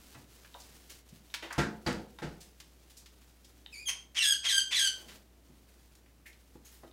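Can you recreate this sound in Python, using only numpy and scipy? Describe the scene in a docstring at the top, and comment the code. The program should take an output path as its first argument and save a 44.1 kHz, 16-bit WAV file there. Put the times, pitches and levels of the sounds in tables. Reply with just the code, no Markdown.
"""A young macaw has its head scratched in a quiet room: a thin peep, a squeak, three raspy falling squawks.
Its syrinx makes a stack of harmonics that breaks into puffs of air as the membrane turns rough.
Its hollow beak clicks softly, and its feathers rustle as the barbs slip under the fingers.
Further off something like a cupboard door is unlatched and knocks three times, over a faint mains hum."""
import sys
import numpy as np
from scipy import signal
from scipy.fft import rfft, irfft
from scipy.io import wavfile
from scipy.ndimage import uniform_filter1d

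SR = 44100
rng = np.random.default_rng(int(sys.argv[2]) if len(sys.argv) > 2 else 0)


def inscribe(sig):
    """Save sig as 16-bit PCM at rate SR to the path in sys.argv[1].

    A 1-D sig is mono; a 2-D sig holds one channel per row.
    Samples are clipped to [-1, 1] before scaling.
    """
    pcm = np.round(np.clip(np.atleast_2d(sig).T, -1, 1) * 32767)
    wavfile.write(sys.argv[1], SR, pcm.astype(np.int16))


N = 305172
TOP_HZ = 15900  # ceiling of the harmonics and of the final low-pass

def gain_of(db):
    """Decibels to amplitude."""
    return 10 ** (np.asarray(db) / 20)

def unit_rms(x):
    """Scales to rms 1."""
    return x / np.sqrt(np.mean(x ** 2) + 1e-20)

def curve_at(points, hz):
    """Reads a curve on a log-frequency axis."""
    f, value = np.transpose(points)
    return np.interp(np.log(hz + 1), np.log(f + 1), value)

def track(events):
    """Lays (start_s, sound) pairs on one track."""
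    mix = np.zeros(N)
    for start_s, sound in events:
        part = mix[round(start_s * SR):][:len(sound)]
        part += sound[:len(part)]
    return mix

def equalised(x, eq_db):
    """Applies an EQ, given as a function of frequency; rms 1."""
    hz = np.fft.rfftfreq(len(x), 1 / SR) + 1
    return unit_rms(irfft(rfft(x) * gain_of(eq_db(hz)), len(x)))

def wander(size, hz):
    """Random drift of rms 1, rolled off above hz."""
    return equalised(rng.standard_normal(size), lambda f: -10 * np.log10(1 + (f / hz) ** 4))

# Room tone EQ: freq_hz, gain_db
AIR_EQ = [(15, -36), (28, -22), (42, -3), (70, -2.5), (98, -1.5), (130, -1), (320, -2.5), (450, -7.5),
          (1100, -16), (2000, -18.5), (8900, -24), (16000, -25)]
def room_tone(air_db=-65.5, hum_db=-62.5, hum_hz=59.8):
    """Still room air and a slightly wavering mains hum."""
    hum = np.sqrt(2) * np.sin(2 * np.pi * hum_hz * np.arange(N) / SR) * (1 + 0.031 * wander(N, 4.6))
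    air = equalised(rng.standard_normal(N), lambda f: curve_at(AIR_EQ, f))
    return gain_of(air_db) * air + gain_of(hum_db) * hum

# Feather EQ: freq_hz, gain_db
FEATHER_EQ = [(300, 9), (1000, 1.5), (3000, 3.5), (6000, 2.5), (10000, -1), (16000, -3)]
# Finger strokes through the feathers: start_s, length_s, level_db
FINGER_STROKES = [(0, 0.21, -57.5), (0.305, 0.69, -60), (1.09, 0.24, -63), (1.29, 2.5, -68),
                  (4.692, 0.498, -59), (5.46, 0.5, -68.5), (6.348, .65, -72.5)]
def feather_rustle(grain=0.32, clump=0.26, fade_s=0.1, resting_db=-77):
    """Feather barbs slip under the fingertips in small clumps, stroke by stroke."""
    t = np.arange(N) / SR
    power = gain_of(resting_db) ** 2
    for start_s, length_s, level_db in FINGER_STROKES:
        inside_s = np.minimum(t - start_s, start_s + length_s - t)
        power += gain_of(level_db) ** 2 * np.clip(inside_s / fade_s + .5, 0, 1)
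    slips = rng.standard_normal(N) * np.exp(grain * wander(N, 1200) + clump * wander(N, 18))
    return np.sqrt(power) * equalised(slips, lambda f: curve_at(FEATHER_EQ, f))

def contact(start_s, level_db, centre_hz, width_octaves, t60_s, attack_share, grain=0.25):
    """A clump of tiny slips in one resonance; the longer the decay, the softer the attack."""
    t = np.arange(SR // 2) / SR
    slips = rng.standard_normal(len(t)) * np.exp(grain * wander(len(t), 1000))
    band = equalised(slips, lambda f: -40 * np.log10(1 + (np.log2(f / centre_hz) / width_octaves / 2) ** 2))
    attack = 1 - np.exp(-t / (attack_share * t60_s))
    return start_s, gain_of(level_db - 60 * t / t60_s) * attack * band

# Latch and handling hits: start_s, level_db, centre_hz, width_octaves, t60_s
LATCH_TAPS = [(0.146, -55, 1200, 0.96, 0.15), (0.446, -53.5, 1130, 0.87, 0.061),
              (0.547, -52.5, 745, 0.44, 0.16), (1.34, -35.5, 2460, 0.87, 0.084),
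              (1.423, -47.5, 2430, 0.58, 0.29), (1.504, -43, 1350, 0.57, 0.28),
              (1.526, -44.5, 6200, 0.55, 0.05), (1.593, -38, 1560, 0.19, 0.28),
              (1.864, -36.5, 4630, 0.11, 0.051), (1.929, -40.5, 3360, 0.76, 0.012),
              (2.187, -50.5, 980, 1.12, 0.1), (2.601, -49, 3330, 1.03, 0.07),
              (3.059, -56, 3260, 0.86, 0.087), (6.061, -65, 2100, 0.56, 0.046)]
def latch_taps():
    """The latch and handled things click and scrape with a hard attack."""
    return track(contact(*row, attack_share=0.0049) for row in LATCH_TAPS)

# Low thuds: start_s, level_db, centre_hz, width_octaves, t60_s
SOFT_BUMPS = [(.15, -52, 156, 0.87, 0.25), (1.121, -52, 190, 0.41, 0.13), (1.424, -46.5, 536, 1, 0.25),
              (4.95, -62, 460, 0.57, 1), (5.06, -57, 207, 0.15, 0.33), (5.492, -56, 220, 0.53, 0.15),
              (6.553, -48.5, 334, 0.61, 0.056), (6.832, -48, 380, 0.8, 0.12)]
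def soft_bumps():
    """Dull contacts with a rounded attack."""
    return track(contact(*row, attack_share=0.023, grain=0.26) for row in SOFT_BUMPS)

def ring(modes, t, spread_db=2.0):
    """Dying modes of a struck thing; every blow shares its force among them differently."""
    offsets_db = spread_db * rng.standard_normal(len(modes))
    return sum(gain_of(level_db + offset_db - 60 * t / t60_s) * np.sin(2 * np.pi * hz * t)
               for (hz, level_db, t60_s), offset_db in zip(modes, offsets_db))

# Modes of the hollow beak: pitch_hz, level_db, t60_s
BEAK_MODES = [(3650, 0, .007), (3150, -3, .006), (1900, -15, .008), (850, -21, .008)]
# Beak clicks: start_s, level_db
CLICKS = [(.543, -30), (1.302, -39), (2.187, -33), (3.662, -25.5), (6.879, -47), (6.914, -46)]
def beak_clicks(attack_s=.0007):
    """The mandibles slip past each other and the hollow beak rings briefly."""
    t = np.arange(SR // 10) / SR
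    attack = 1 - np.exp(-t / attack_s)
    return track((start_s, gain_of(level_db) * attack * ring(BEAK_MODES, t, spread_db=1))
                 for start_s, level_db in CLICKS)

# Feather flicks: start_s, level_db, centre_hz, width_octaves, t60_s
FEATHER_FLICKS = [(0.598, -48.5, 5270, 0.53, 0.14), (0.895, -45.5, 4370, 1.06, 0.18),
                  (1.087, -55.5, 4900, 0.85, 0.097), (2.403, -50, 4700, 0.87, 0.22),
                  (2.896, -55, 3480, 1.4, 0.19), (2.968, -49, 5900, 0.73, 0.17),
                  (3.445, -53, 4660, 0.63, 0.091), (5.081, -48.5, 2280, 0.99, 0.26),
                  (5.951, -54, 3980, 1.6, 0.052), (6.329, -55.5, 3500, 0.51, .04),
                  (6.257, -47, 2120, 0.22, 0.14), (6.258, -52.5, 3070, 2.6, 0.22),
                  (6.647, -53.5, 4400, 1.6, 0.32), (6.647, -54, 6600, 0.064, 0.14),
                  (6.712, -55, 9000, 5.4, 0.43)]
def feather_flicks():
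    """A finger flicks the feathers: brief, bright swishes."""
    return track(contact(*row, attack_share=0.022) for row in FEATHER_FLICKS)

# Door rattle EQ: freq_hz, gain_db
RATTLE_EQ = [(30, -19), (70, -4.5), (100, -10), (135, -1), (220, -1), (280, -1.5), (450, -3), (580, -7.5),
             (850, -9.5), (1100, -13.5), (1550, -9.5), (2300, -14.5), (5000, -19), (8000, -25.5),
             (16000, -43.5)]
# Modes of the door panel: pitch_hz, level_db, t60_s
PANEL_MODES = [(164, 10, 0.12), (215.2, 3.5, 0.45), (327, -4, 0.33), (496, -35, 0.13), (703, 1.5, 0.2),
               (872, 7, 0.1), (1370, -8, 0.26), (1590, -22, 0.18)]
# Door hits: start_s, level_db, tilt_db_per_octave, rattle_t60_s
DOOR_KNOCKS = [(1.580, -29.5, -0.5, 0.21), (1.863, -32, -0.94, 0.27), (2.22, -40, -1.5, 0.27)]
def door_knocks(panel_db=-14, seat_s=0.0081, first_touch=0.41):
    """The door touches, seats fully a moment later and rattles, while its panel rings."""
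    t = np.arange(SR // 2) / SR
    seating = np.interp(t, [0, seat_s], [first_touch, 1])
    knocks = []
    for start_s, level_db, tilt, t60_s in DOOR_KNOCKS:
        noise = rng.standard_normal(len(t))
        rattle = equalised(noise, lambda f: curve_at(RATTLE_EQ, f) + tilt * np.log2(f / 500))
        decay = gain_of(-60 * np.maximum(t - seat_s, 0) / t60_s)
        panel = gain_of(panel_db) * ring(PANEL_MODES, t)
        knocks.append((start_s, gain_of(level_db) * seating * (rattle * decay + panel)))
    return track(knocks)

# Throat and beak EQ on the tone: freq_hz, gain_db
TONE_EQ = [(300, -55), (900, -45), (1500, -5), (2300, 0.5), (3200, 6), (4100, 7), (4900, -3.5), (6400, 0.5),
           (7300, -10), (8200, -1), (10000, -11.5), (11600, -13), (13200, -23.5), (15500, -28.5)]
# Throat and beak EQ on the rasp: freq_hz, gain_db
RASP_EQ = [(300, -28.5), (900, -15.5), (1400, -6.5), (2200, 8), (3000, 5.5), (3700, -2), (4800, 4.5),
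           (7000, 0), (9000, -6), (12000, -14.5), (15500, -28.5)]
def syrinx(effort_db, pitch_hz, rough, tone_tilt, rasp_tilt=0, croak_db=0, breath=0.3):
    """A clear stack of harmonics turns into a chaotic rasp as rough goes from 0 to 1.
    Tilts are in dB per octave; croak_db opens or shuts a low throat resonance."""
    size, rough = len(pitch_hz), np.clip(rough, 0, 1)
    # the pitch wavers, and a rough membrane keeps its period less and less well
    waver = (.005 + .02 * rough) * wander(size, 130)
    jitter = (.003 + .135 * rough ** 2) * wander(size, 650)
    phase = 2 * np.pi * np.cumsum(pitch_hz * (1 + waver + jitter)) / SR
    harmonic = np.arange(1, 11)[:, None]
    pulses = (np.sin(harmonic * phase) * (harmonic * pitch_hz < TOP_HZ)).sum(0)
    tone = equalised(pulses, lambda f: curve_at(TONE_EQ, f) + tone_tilt * np.log2(f))
    # level the tone, wherever the harmonics fall in the throat
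    tone /= np.sqrt(uniform_filter1d(tone ** 2, size=400) + 1e-9)
    tone *= unit_rms(np.exp(0.27 * wander(size, 100)))  # shimmer
    # air escapes in puffs, once a cycle and in irregular slaps
    slaps = np.exp(0.33 * wander(size, 270))
    puffs = rng.standard_normal(size) * (1 + np.cos(phase) / 2) * slaps
    croak = lambda f: croak_db * np.exp(-(np.log2(f / 860) / 0.97) ** 2)
    rasp = equalised(puffs, lambda f: curve_at(RASP_EQ, f) + rasp_tilt * np.log2(f) + croak(f))
    voice = ((1 - rough) * tone + breath * rough * rasp) / np.hypot(1 - rough, breath * rough)
    return gain_of(effort_db) * voice * signal.windows.tukey(size, .04)

FADE_DB = -23.5  # depth of each note's attack and release
def envelope_db(t, attack_s, release_s=0.024):
    """Attack, hold and release of a note."""
    attack = np.maximum(1 - t / attack_s, 0) ** 2
    release = np.maximum(1 - (t[-1] - t) / release_s, 0) ** 2
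    return FADE_DB * (attack + release)

# Pitch bend of the peep, a dip and a recovery: time_s, pitch_hz
PEEP_BEND = [(3.722, 2680), (3.745, 2347), (3.766, 2240), (3.808, 2470), (3.85, 2400)]
def peep(level_db=-47, fade_db_per_s=43.5):
    """A quiet, nearly pure note that slowly fades."""
    time_s, pitch_hz = np.transpose(PEEP_BEND)
    t = np.arange(0, time_s[-1] - time_s[0], 1 / SR)
    effort_db = level_db - fade_db_per_s * t + envelope_db(t, attack_s=0.013)
    bend_hz = np.interp(time_s[0] + t, time_s, pitch_hz)
    return time_s[0], syrinx(effort_db, bend_hz, rough=.26, tone_tilt=-1.3)

def squeak(start_s=3.853, crack_s=3.885, end_s=3.918, level_db=-29, held_hz=3155, fall_hz=302.7):
    """A piercing note: the pitch falls as it swells, until the voice cracks into a fading rasp."""
    t = np.arange(0, end_s - start_s, 1 / SR)
    clean_s = crack_s - start_s
    cracked = (1 + np.tanh((t - clean_s) / .002)) / 2
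    swell_db = FADE_DB * np.maximum(1 - t / 0.031, 0)
    effort_db = level_db + swell_db - 1.5 * cracked + envelope_db(t, attack_s=.005)
    pitch_hz = held_hz + fall_hz * np.maximum(1 - t / clean_s, 0) ** 2
    rough = .17 + .4 * cracked
    return start_s, syrinx(effort_db, pitch_hz, rough, tone_tilt=4, croak_db=11.5, breath=.5)

def squeal(start_s, end_s, level_db, swell_s, top_hz, fall_share):
    """The high opening of a squawk: it swells out of a throaty rasp and slips down in pitch halfway."""
    t = np.arange(0, end_s - start_s, 1 / SR)
    slip = (1 + np.tanh((t / t[-1] - 0.49) / 0.11)) / 2
    pitch_hz = top_hz * (1 - fall_share * slip)
    rough = np.interp(t, [0, 0.056], [1, 0.39])
    effort_db = level_db + envelope_db(t, swell_s)
    return start_s, syrinx(effort_db, pitch_hz, rough,
                           tone_tilt=-3.5, rasp_tilt=-1.7, croak_db=5.5, breath=0.32)

def low_note(start_s, end_s, level_db, break_hz, held_hz, glide_s, held_rough, push_db,
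             sag_hz_per_s=310, clear_s=.062, droop_s=.015):
    """The body of a squawk: it glides down and clears, then droops and roughens after a last push of air."""
    t = np.arange(0, end_s - start_s, 1 / SR)
    left_s = t[-1] - t
    droop = np.exp(-(left_s / droop_s) ** 2)
    glide_hz = (break_hz - held_hz) * np.exp(-(t / glide_s) ** 2)
    pitch_hz = held_hz * (1 - 0.12 * droop) + glide_hz - sag_hz_per_s * (t - t.mean())
    rough = held_rough + (.6 - held_rough) * np.exp(-(t / clear_s) ** 4) + .42 * droop
    push = np.exp(-((left_s - 0.026) / 0.0033) ** 2)
    effort_db = level_db + push_db * push + envelope_db(t, attack_s=0.023)
    return start_s, syrinx(effort_db, pitch_hz, rough,
                           tone_tilt=0.5, rasp_tilt=1.6, croak_db=-11.5, breath=.2)

# Squawks: start_s, break_s, end_s, level_db, swell_s, squeal_hz, fall_share,
# then the low note's shape: break_hz, held_hz, glide_s, held_rough (0-1), push_db
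SQUAWK_CUES = [(4.146, 4.209, 4.35, -27, 0.042, 3288, 0.17, 2150, 1660, 0.021, .11, 3),
               (4.433, 4.478, 4.61, -28, 0.027, 3290, 0.041, 2190, 1590, 0.027, 0.1, 7),
               (4.706, 4.743, 4.895, -28.5, 0.02, 3518, 0.0276, 2364, 1597, .034, 0.38, -3.5)]
def squawks(squeal_trim_db=-2.5, overlap_s=.032):
    """Each squawk is a high squeal that breaks into a lower, slightly louder note."""
    notes = []
    for start_s, break_s, end_s, level_db, swell_s, squeal_hz, fall_share, *shape in SQUAWK_CUES:
        squeal_db = level_db + squeal_trim_db
        notes.append(squeal(start_s, break_s + overlap_s, squeal_db, swell_s, squeal_hz, fall_share))
        notes.append(low_note(break_s, end_s, level_db, *shape))
    return track(notes)

# Reverb time by band: freq_hz, t60_s
ROOM_DECAY = [(100, 0.459), (300, 0.55), (800, 0.46), (2000, 0.32), (4000, 0.34), (8000, 0.3),
              (15000, 0.16)]
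def room_reverb(send):
    """Sparse reflections of random sign, each band dying at its own speed."""
    reflections = np.zeros(SR)
    slots = np.arange(180, SR - 20, 20)
    reflections[slots + rng.integers(0, 20, len(slots))] = rng.choice([-1., 1.], len(slots))
    hz, t, bands = signal.stft(reflections, SR, nperseg=256)
    decay = gain_of(-60 * t / curve_at(ROOM_DECAY, hz)[:, None])
    tail = signal.istft(bands * decay, SR, nperseg=256)[1]
    return signal.fftconvolve(send, tail / np.linalg.norm(tail))[:N]

def scene():
    """Mono mix: bird and fingers close up, the door across the room."""
    voice = track([peep(), squeak()]) + squawks()
    near = beak_clicks() + feather_flicks()
    far = latch_taps() + soft_bumps() + door_knocks()
    direct = voice + near + gain_of(4) * far
    reverb = room_reverb(gain_of(-4) * voice + gain_of(-6.5) * near + gain_of(-2.5) * far)
    return (direct + reverb + feather_rustle() + room_tone())[None]

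def record(dry):
    """A steep low-pass trims the very top of the mix."""
    low_pass = signal.firwin(511, TOP_HZ, window=("kaiser", 9), fs=SR)
    return signal.oaconvolve(dry, low_pass[None], "same")

dry = scene()
out = record(dry)
inscribe(out)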